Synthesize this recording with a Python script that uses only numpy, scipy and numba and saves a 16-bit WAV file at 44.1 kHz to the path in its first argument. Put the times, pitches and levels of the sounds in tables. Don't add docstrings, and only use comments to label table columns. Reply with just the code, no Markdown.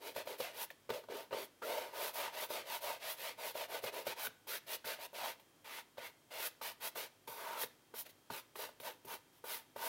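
import sys
import numpy as np
from scipy import signal
from scipy.fft import rfft, irfft, next_fast_len
from scipy.io import wavfile
from scipy.ndimage import uniform_filter1d
from numba import njit

SR = 44100
rng = np.random.default_rng(int(sys.argv[2]) if len(sys.argv) > 2 else 0)


def master(y):
    cut = np.clip(np.atleast_2d(y).T, -1, 1)
    pcm = np.round(cut * 32767)
    wavfile.write(sys.argv[1], SR, pcm.astype(np.int16))


N = 435755
T = np.arange(N) / SR

# (start_s, dent_db, pitch_hz, thud_db, tick_db and ring_db relative to the dent, splay_scratch_db, splay_hiss_db)
LANDINGS = [(0.161, -37, 580, -60, -5, 4, -44, -44.5), (0.272, -31.5, 595, -77.5, -5.5, -16.5, -51, -57),
            (0.401, -28, 519, -59.5, -9.5, -6, -43, -48), (0.703, -36.5, 1800, -79, -1, -15, -53, -58),
            (0.892, -34, 512, -78, -27, 0, -47, -57), (0.902, -29, 448, -54.5, 2, 1.5, -43, -62),
            (1.037, -50, 507, -72, -5, 5.5, -64.5, -67), (1.086, -38, 599, -64, -8, -5, -60.5, -73),
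            (1.309, -42.5, 544, -64.5, -1, 1, -65.5, -72), (1.328, -30, 526, -61, -2, -4, -57, -66),
            (1.619, -43, 510, -77, -10.5, 7.5, -58, -72), (2.504, -31, 590, -75, -12.5, -3.5, -54, -49),
            (3.553, -31, 608, -82, -13.5, -13, -56, -56), (3.838, -30, 508, -56.5, -12, -11, -43.5, -42),
            (4.067, -30, 553, -56.5, -15.5, -10, -40, -42), (4.269, -31, 1497, -63.5, 1, -6.5, -54, -51),
            (4.47, -51.5, 896, -75, -10.5, 4.5, -70, -63), (4.843, -44, 1454, -64.5, -8.5, 3, -54, -59),
            (4.988, -43, 607, -78, -11.5, -4, -66.5, -68), (5.13, -44, 571, -82, -10.5, -3, -72, -56.5),
            (5.397, -57.5, 900, -88, 8, -10.5, -67, -62), (5.981, -36, 566, -69, -0.5, -3, -55.5, -66),
            (6.613, -38.5, 1220, -83.5, -12.5, 2.5, -51, -56.5),
            (6.956, -40.5, 650, -82, -10, 6, -63, -49.5), (7.276, -42, 970, -60.5, -5, -1, -48, -57),
            (7.634, -33, 1800, -63, 2.5, -6, -47, -60), (7.939, -42, 466, -80, -9, 4.5, -60, -55),
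            (8.301, -39.5, 943, -52.5, -11.5, 7, -48.5, -58.5),
            (8.556, -39, 1079, -74, -0.5, -2, -52.5, -55.5), (8.689, -46, 620, -84, -5.5, 3, -61, -64),
            (8.8, -47.5, 495, -66, 6, 0.5, -56, -49), (9.048, -47, 390, -62, -4.5, -7, -60.5, -50.5),
            (9.44, -39.5, 490, -77, -12.5, 3, -59, -50), (9.761, -34.5, 568, -65, -14.5, -1, -54, -52)]
# (pitch_hz, width_hz, level_db)
FRAME_MODES = [(246.7, 10.96, -12.5), (441.2, 13.5, -4), (523, 83, -12), (677.3, 30, 1.5), (905.5, 55, 7.5),
               (943, 97, 6.5), (1180, 43.4, 4), (1464, 46, 4.5), (1610, 40, -31), (1810, 50, -38.5),
               (1960, 34, -9), (2647, 75, -28.5)]
# (pitch_hz, width_hz, level_db)
EASEL_MODES = [(123, 15.4, -0.5), (166.6, 23, 4), (257, 30, 6.5)]


def brush():
    # (pitch_hz, level_db)
    scratch_colour = [(80, -38), (200, -25.5), (400, -12.5), (800, -8), (1400, -4), (2000, 0), (2800, 0),
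                      (3800, -0.5), (4700, -3.5), (5400, -7), (7200, -12), (10000, -13), (16000, -37)]
    tips_colour = [(3000, -26), (5500, -7), (7500, -10.5), (9200, -7), (11000, 0.5), (13000, 0.5),
                   (15000, 0.5), (16000, -2.5)]
    # (pitch_hz, level_db)
    skin_colour = [(150, -4.5), (280, -4), (380, -1), (660, 1), (800, -8), (1200, -5.5)]
    (lower_gain, upper_gain, tips_gain, cloth_gain, frame_gain), cloth_hz = hand()
    tufts = undb(0.7 * walk(260) + 0.5 * walk(45))

    scratch = unit(colour(tufts * catches(per_s=9000, spread_db=2), scratch_colour))
    upper = colour(scratch, [(1500, -16), (2300, -20), (3200, 3)])
    lower = scratch - upper
    tips = unit(colour(tufts * catches(per_s=16000, spread_db=5.0), tips_colour))
    bristles = glance(lower_gain * lower + upper_gain * upper + tips_gain * tips)

    push = tufts * catches(per_s=3500, spread_db=3)
    cloth_hz = cloth_hz * np.exp(0.0784 * walk(22))
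    drumming = resonate(resonate(push, cloth_hz, 285), cloth_hz, 494)
    cloth = unit(colour(drumming, skin_colour))
    rumble = unit(sum(undb(db) * resonate(push, hz, width) for hz, width, db in EASEL_MODES))
    cloth_and_easel = cloth + undb(-33) * rumble

    wood = unit(frame(tufts * catches(per_s=4500, spread_db=2.5), shifting_db=3.0))
    return bristles + lower_gain * rasp(push) + cloth_gain * cloth_and_easel + frame_gain * wood


def hand(lower_share=0.133, upper_share=0.8):
    # (start_s, length_s, attack_s, release_s, scratch_db, swell_db,
    # hiss_db, flick_db, cloth_db, frame_db, cloth_pitch_hz)
    strokes = [(0.0, 0.0967, 0.11, 0.056, -49.5, 5, -0.5, -2, 1.5, -4.5, 530),
               (0.138, 0.0738, 0.091, 0.042, -46.0, 3.5, -2.5, -9.5, 0, -3, 567),
               (0.25, 0.1053, 0.088, 0.045, -50.5, -5.5, -1, -6, 2, -1.5, 510),
               (0.375, 0.1043, 0.0527, 0.073, -47, 11, -1, -18, -0.5, -10.5, 580),
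               (0.52, 0.1237, 0.16, 0.021, -47, 2.5, 3, 10, -4, -2.5, 548),
               (0.885, 0.0617, 0.136, 0.0772, -47, 11, -3, 1, 6, -1, 488),
               (1.093, 0.1246, 0.0232, 0.0635, -51.5, 0, -5.5, 11, 6, -1, 477),
               (1.309, 0.1377, 0.0454, 0.034, -49.5, -5, -5.5, 20.5, 3.5, -3, 446),
               (1.614, 0.26, 0.14, 0.087, -47.5, -3.5, -2.5, -7.5, 4.5, -3, 551),
               (1.908, 0.1835, 0.135, 0.0396, -47.5, 5, 1, 7, 1, -0.5, 590),
               (2.127, 0.1588, 0.0514, 0.047, -46.5, 9, -0.5, -19, -1, -1.5, 640),
               (2.315, 0.13, 0.032, 0.043, -48.5, 11, -1, 8.5, -2, -3.5, 590),
               (2.484, 0.12, 0.08, 0.0646, -44, 3, -1.5, -14.5, -1, -5, 600),
               (2.64, 0.1323, 0.131, 0.037, -45.5, 1.5, -1.5, 8.5, -4, -3.5, 650),
               (2.802, 0.1552, 0.077, 0.049, -46, -1, -1, -11, -0.5, -5.5, 647),
               (2.989, 0.14, 0.107, 0.044, -46, 1, -1.5, 13, -5.5, -7.5, 632),
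               (3.16, 0.1491, 0.07, 0.046, -47.5, 9.5, -1.5, -10, -6, -7.5, 550),
               (3.369, 0.1386, 0.082, 0.036, -47, 0, -0.5, 6.5, -2.5, -5, 614),
               (3.536, 0.12, 0.0506, 0.0253, -47.5, 2, -2, -5, -1, -5, 577),
               (3.677, 0.1106, 0.104, 0.036, -45.5, 0, -2, -3.5, 3.5, -3, 613),
               (3.811, 0.0836, 0.089, 0.0212, -45.5, 4.5, -2.5, -11.5, 0.5, -5.5, 578),
               (3.914, 0.081, 0.036, 0.07, -49, 10.5, -1.5, 1, 2.5, -4.5, 525),
               (4.047, 0.0888, 0.046, 0.015, -47, 2, -1.5, -8.5, -2, -2, 526),
               (4.151, 0.12, 0.06, 0.019, -49.5, 4, 1.5, 18, -3, -1, 550),
               (4.467, 0.1125, 0.0487, 0.021, -47, -1.5, 3.5, -0.5, -6.5, -10, 566),
               (4.661, 0.1, 0.0955, 0.0183, -45, -0.5, 2.5, 3, -4, -8.5, 610),
               (4.842, 0.1, 0.0358, 0.047, -45.5, 5.5, -0.5, -8, -3.5, -9, 689),
               (4.97, 0.0903, 0.098, 0.023, -49.0, 1, -2.5, 8.5, -1.5, -7.5, 650),
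               (5.134, 0.1792, 0.0385, 0.0428, -46.5, 4.5, -4, 3, -4, -7, 641),
               (5.641, 0.16, 0.015, 0.035, -53.5, 9.5, -2.5, 2, -11, -2.5, 580),
               (5.971, 0.098, 0.003, 0.0504, -53.5, 10.5, -6.5, 13.5, -6, -0.5, 573),
               (6.302, 0.1782, 0.0302, 0.0203, -48.0, 6.5, 0.5, 16, -4, -7.5, 616),
               (6.611, 0.1035, 0.03, 0.035, -47, -2, 0.5, -1.5, -7, -2.5, 604),
               (6.799, 0.083, 0.091, 0.025, -43.5, 0.5, 3.5, 6.5, -9, -2.5, 590),
               (6.948, 0.1208, 0.046, 0.028, -48.5, -6, 0.5, -8, -4, -5.5, 526),
               (7.272, 0.32, 0.0062, 0.053, -57, 10, 3.5, -13.5, -1.5, 6, 560),
               (7.546, 0.0775, 0.105, 0.0472, -48, 13, 4, 13, -2, -2, 613),
               (7.938, 0.0753, 0.0163, 0.026, -56.5, 8, 10, 10.5, -8, -3.5, 565),
               (8.05, 0.01, 0.019, 0.0343, -48.5, 1.5, -3, 4, -5.5, -23, 560),
               (8.084, 0.019, 0.0333, 0.022, -55.0, 1, 1.5, 5, -7, -17, 550),
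               (8.296, 0.1011, 0.0584, 0.0333, -50.5, 1.5, 1, 0.5, -5, -2.5, 516),
               (8.547, 0.1034, 0.0884, 0.0638, -51, 10, 4.5, -9.5, -1.5, -1, 512),
               (8.811, 0.083, 0.07, 0.06, -50.5, 9.5, 2.5, -5, -1, -0.5, 586),
               (9.06, 0.0934, 0.06, 0.042, -54, 7, 5, -4, -0.5, 3, 436),
               (9.322, 0.08, 0.008, 0.018, -77.5, 2.5, 6, 2, -8, -4, 560),
               (9.435, 0.13, 0.13, 0.0617, -47, 1.5, 5.5, -1, -8, -2.5, 500),
               (9.75, 0.13, 0.14, 0.0064, -50, 0, 4, 9.5, -2, 4, 518)]
    scratch_layer_db, tips_layer_db, cloth_layer_db, frame_layer_db = 0.14, -0.6557, -0.53, 0.5
    cloth_fade_db, frame_fade_db = -4.5, -0.5
    bright_db, bright_per_hiss = -0.5, 0.24
    cloth_law = 0.927
    pitch_rise, pitch_arc = 0.04, 0.08
    splay_rise_s, splay_decay_s, splay_cloth_db = 0.0024, 0.013, 1.5

    power = np.zeros((5, N))
    pitch = np.full(N, np.median([row[-1] for row in strokes]))
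    for start, length, attack, release, level_db, swell_db, hiss_db, flick_db, cloth_db, frame_db, hz in strokes:
        span = slice(*np.searchsorted(T, [start, start + length + 3 * release]))
        age = T[span] - start
        along = np.clip(age / length, 0, 1) - 0.5
        press = pressure(age, length, attack, release)
        hiss = hiss_db + flick_db * along
        bright = bright_db + bright_per_hiss * hiss
        layers = [press * undb(scratch_layer_db - lower_share * bright),
                  press * undb(scratch_layer_db + upper_share * bright),
                  press * undb(tips_layer_db + hiss),
                  press ** cloth_law * undb(cloth_layer_db + cloth_db + cloth_fade_db * along),
                  press * undb(frame_layer_db + frame_db + frame_fade_db * along)]
        power[:, span] += (undb(level_db + swell_db * along) * np.array(layers)) ** 2
        arch = np.cos(np.pi * along) - 2 / np.pi
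        pitch[span] = hz * (1 + pitch_rise * along + pitch_arc * arch)

    for start, *_, scratch_db, hiss_db in LANDINGS:
        span = slice(*np.searchsorted(T, [start, start + 10 * splay_decay_s]))
        age = T[span] - start
        splay = (1 - np.exp(-age / splay_rise_s)) * np.exp(-age / splay_decay_s)
        gains = undb([scratch_db, scratch_db, hiss_db, scratch_db + splay_cloth_db])
        power[:4, span] += np.outer(gains, splay) ** 2
    return np.sqrt(power), pitch


def pressure(age, length, attack, release, lift_slope=3.287):
    press_on = np.sin(np.pi / 2 * np.clip(age / attack, 0, 1))
    lift_off = 0.5 - 0.5 * np.tanh(0.5 * lift_slope * (age - length) / release)
    return press_on * lift_off


def catches(per_s, spread_db):
    clicks = rng.random(N) < per_s / SR
    sizes = undb(spread_db * rng.standard_normal(N))
    return unit(clicks * rng.choice([-1, 1], N) * sizes)


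def frame(push, shifting_db):
    out = 0
    for hz, width, db in FRAME_MODES:
        shifting_push = push * undb(shifting_db * walk(14))
        out = out + undb(db) * resonate(shifting_push, hz, width)
    return out


def rasp(push, width_hz=250):
    # (middle_s, length_s, level_db relative to the lower scratch gain, start_hz, end_hz)
    rasps = [(1.63, 0.015, 10.5, 1200, 1410), (4.265, 0.02, 3, 1400, 1670),
             (4.537, 0.042, -2.5, 1290, 1770), (4.851, .006, 5, 1500, 1690), (4.914, 0.051, -6, 1240, 1690),
             (5.247, 0.053, -2, 720, 860), (5.77, 0.112, -2.5, 1970, 2120),
             (6.058, 0.053, -0.5, 2000, 2090), (6.443, 0.064, -5, 1270, 1700), (7.484, 0.14, 3, 994, 1360),
             (7.638, .015, -9, 1710, 1800)]
    out = 0
    for middle, length, db, start_hz, end_hz in rasps:
        hz = np.interp(T, [middle - length, middle + length], [start_hz, end_hz])
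        swell = np.exp(-((T - middle) / length) ** 2)
        out = out + undb(db) * swell * unit(resonate(push, hz, width_hz))
    return out


def glance(x, lag_s=0.0014, swing=0.307, share=0.376):
    lag = lag_s * np.exp(swing * walk(6))
    reflection = np.interp(T - lag, T, x)
    return (x + share * reflection) / np.hypot(1, share)


def taps(contact_s=0.001065, damping=0.1, tick_s=0.0039, jolt_s=0.0062, thud_gain_db=3, gain_db=-3):
    # (multiple of its pitch, level_db)
    dent_modes = [(1, 4.5), (1.59, -8.5), (2.3, -12)]
    # (pitch_hz, level_db)
    tick_colour = [(100, -12), (500, -18), (1400, -6), (2200, 7.5), (4200, 3.5), (7000, -61), (15000, 0.5)]
    out = np.zeros(N + SR)
    t = np.arange(SR // 5) / SR
    ring = struck(t, FRAME_MODES, contact_s)
    thud = struck(t, EASEL_MODES, jolt_s)
    for start_s, dent_db, hz, thud_db, tick_db, ring_db, *_ in LANDINGS:
        modes = [(ratio * hz, damping * hz, db) for ratio, db in dent_modes]
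        dent = struck(t, modes, contact_s)
        tick = crest(colour(rng.standard_normal(len(t)) * np.exp(-t / tick_s), tick_colour))
        knock = dent + undb(ring_db) * ring + undb(tick_db) * tick
        start = int(start_s * SR)
        out[start:start + len(t)] += undb(dent_db + gain_db) * knock + undb(thud_db + thud_gain_db) * thud
    return out[:N]


def struck(t, modes, contact_s):
    ringing = sum(undb(db) * np.sin(2 * np.pi * hz * t) * np.exp(-np.pi * width * t) for hz, width, db in modes)
    return crest(ringing * (1 - np.exp(-t / contact_s)))


def studio(x, t60_s=0.351, wet_db=-15, first_s=0.00367):
    t = np.arange(SR // 2) / SR
    tail = rng.standard_normal(len(t)) * undb(-60 * t / t60_s) * (t > first_s)
    tail = tail / np.sqrt(np.sum(tail ** 2))
    tail = colour(tail, [(200, -1.0), (2500, 2.5), (6000, 0.5), (14000, -9)])
    return x + undb(wet_db) * signal.fftconvolve(x, tail)[:N]


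def background(air_db=-69):
    # (pitch_hz, level_db)
    air_colour = [(25, -31.5), (45, -8), (65, -14), (100, 5), (160, -2.5), (300, 5), (500, -0.5),
                  (1000, -4), (2000, -8), (4000, -11), (8000, -13.5), (16000, -15.5)]
    # (pitch_hz, level_db)
    hum_tones = [(50, -92), (100, -94.5), (150, -88), (3198, -84), (13855, -100.5)]
    air = unit(colour(rng.standard_normal(N), air_colour)) * undb(air_db + 0.057 * walk(4.1))
    hum = sum(undb(db) * unit(np.sin(2 * np.pi * hz * T)) for hz, db in hum_tones)
    return air + hum


def undb(db):
    return 10 ** (np.asarray(db) / 20)


def unit(x):
    return x / np.sqrt(np.mean(x ** 2))


def crest(x):
    return x / abs(x).max()


def walk(rate):
    hold = max(int(SR / rate), 1)
    steps = np.repeat(rng.standard_normal(N // hold + 1), hold)
    smooth = uniform_filter1d(uniform_filter1d(steps, hold), hold)
    return unit(smooth[:N])


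def colour(x, points):
    hz, db = np.transpose(points)
    size = next_fast_len(len(x), True)
    f = np.maximum(np.arange(size // 2 + 1) * SR / size, 1)
    gain = undb(np.interp(np.log(f), np.log(hz), db))
    return irfft(rfft(x, size) * gain, size)[:len(x)]


@njit
def svf(x, hz, width):
    y, band, low = np.empty(len(x)), 0., 0.
    for i in range(len(x)):
        g, k = np.tan(np.pi * hz[i] / SR), width / hz[i]
        v = (band + g * (x[i] + 1e-18 - low)) / (1 + g * (g + k))
        band, low, y[i] = 2 * v - band, low + 2 * g * v, k * v
    return y


def resonate(x, hz, width):
    return svf(x, hz * np.ones(len(x)), float(width))


def scene():
    mono = studio(brush() + taps()) + background()
    return np.array([mono, mono])


def record(dry):
    lean = signal.sosfilt(signal.butter(4, 46, "high", fs=SR, output="sos"), dry)
    return signal.sosfilt(signal.ellip(12, 0.1, 80, 15800, fs=SR, output="sos"), lean)


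dry = scene()
out = record(dry)
master(out)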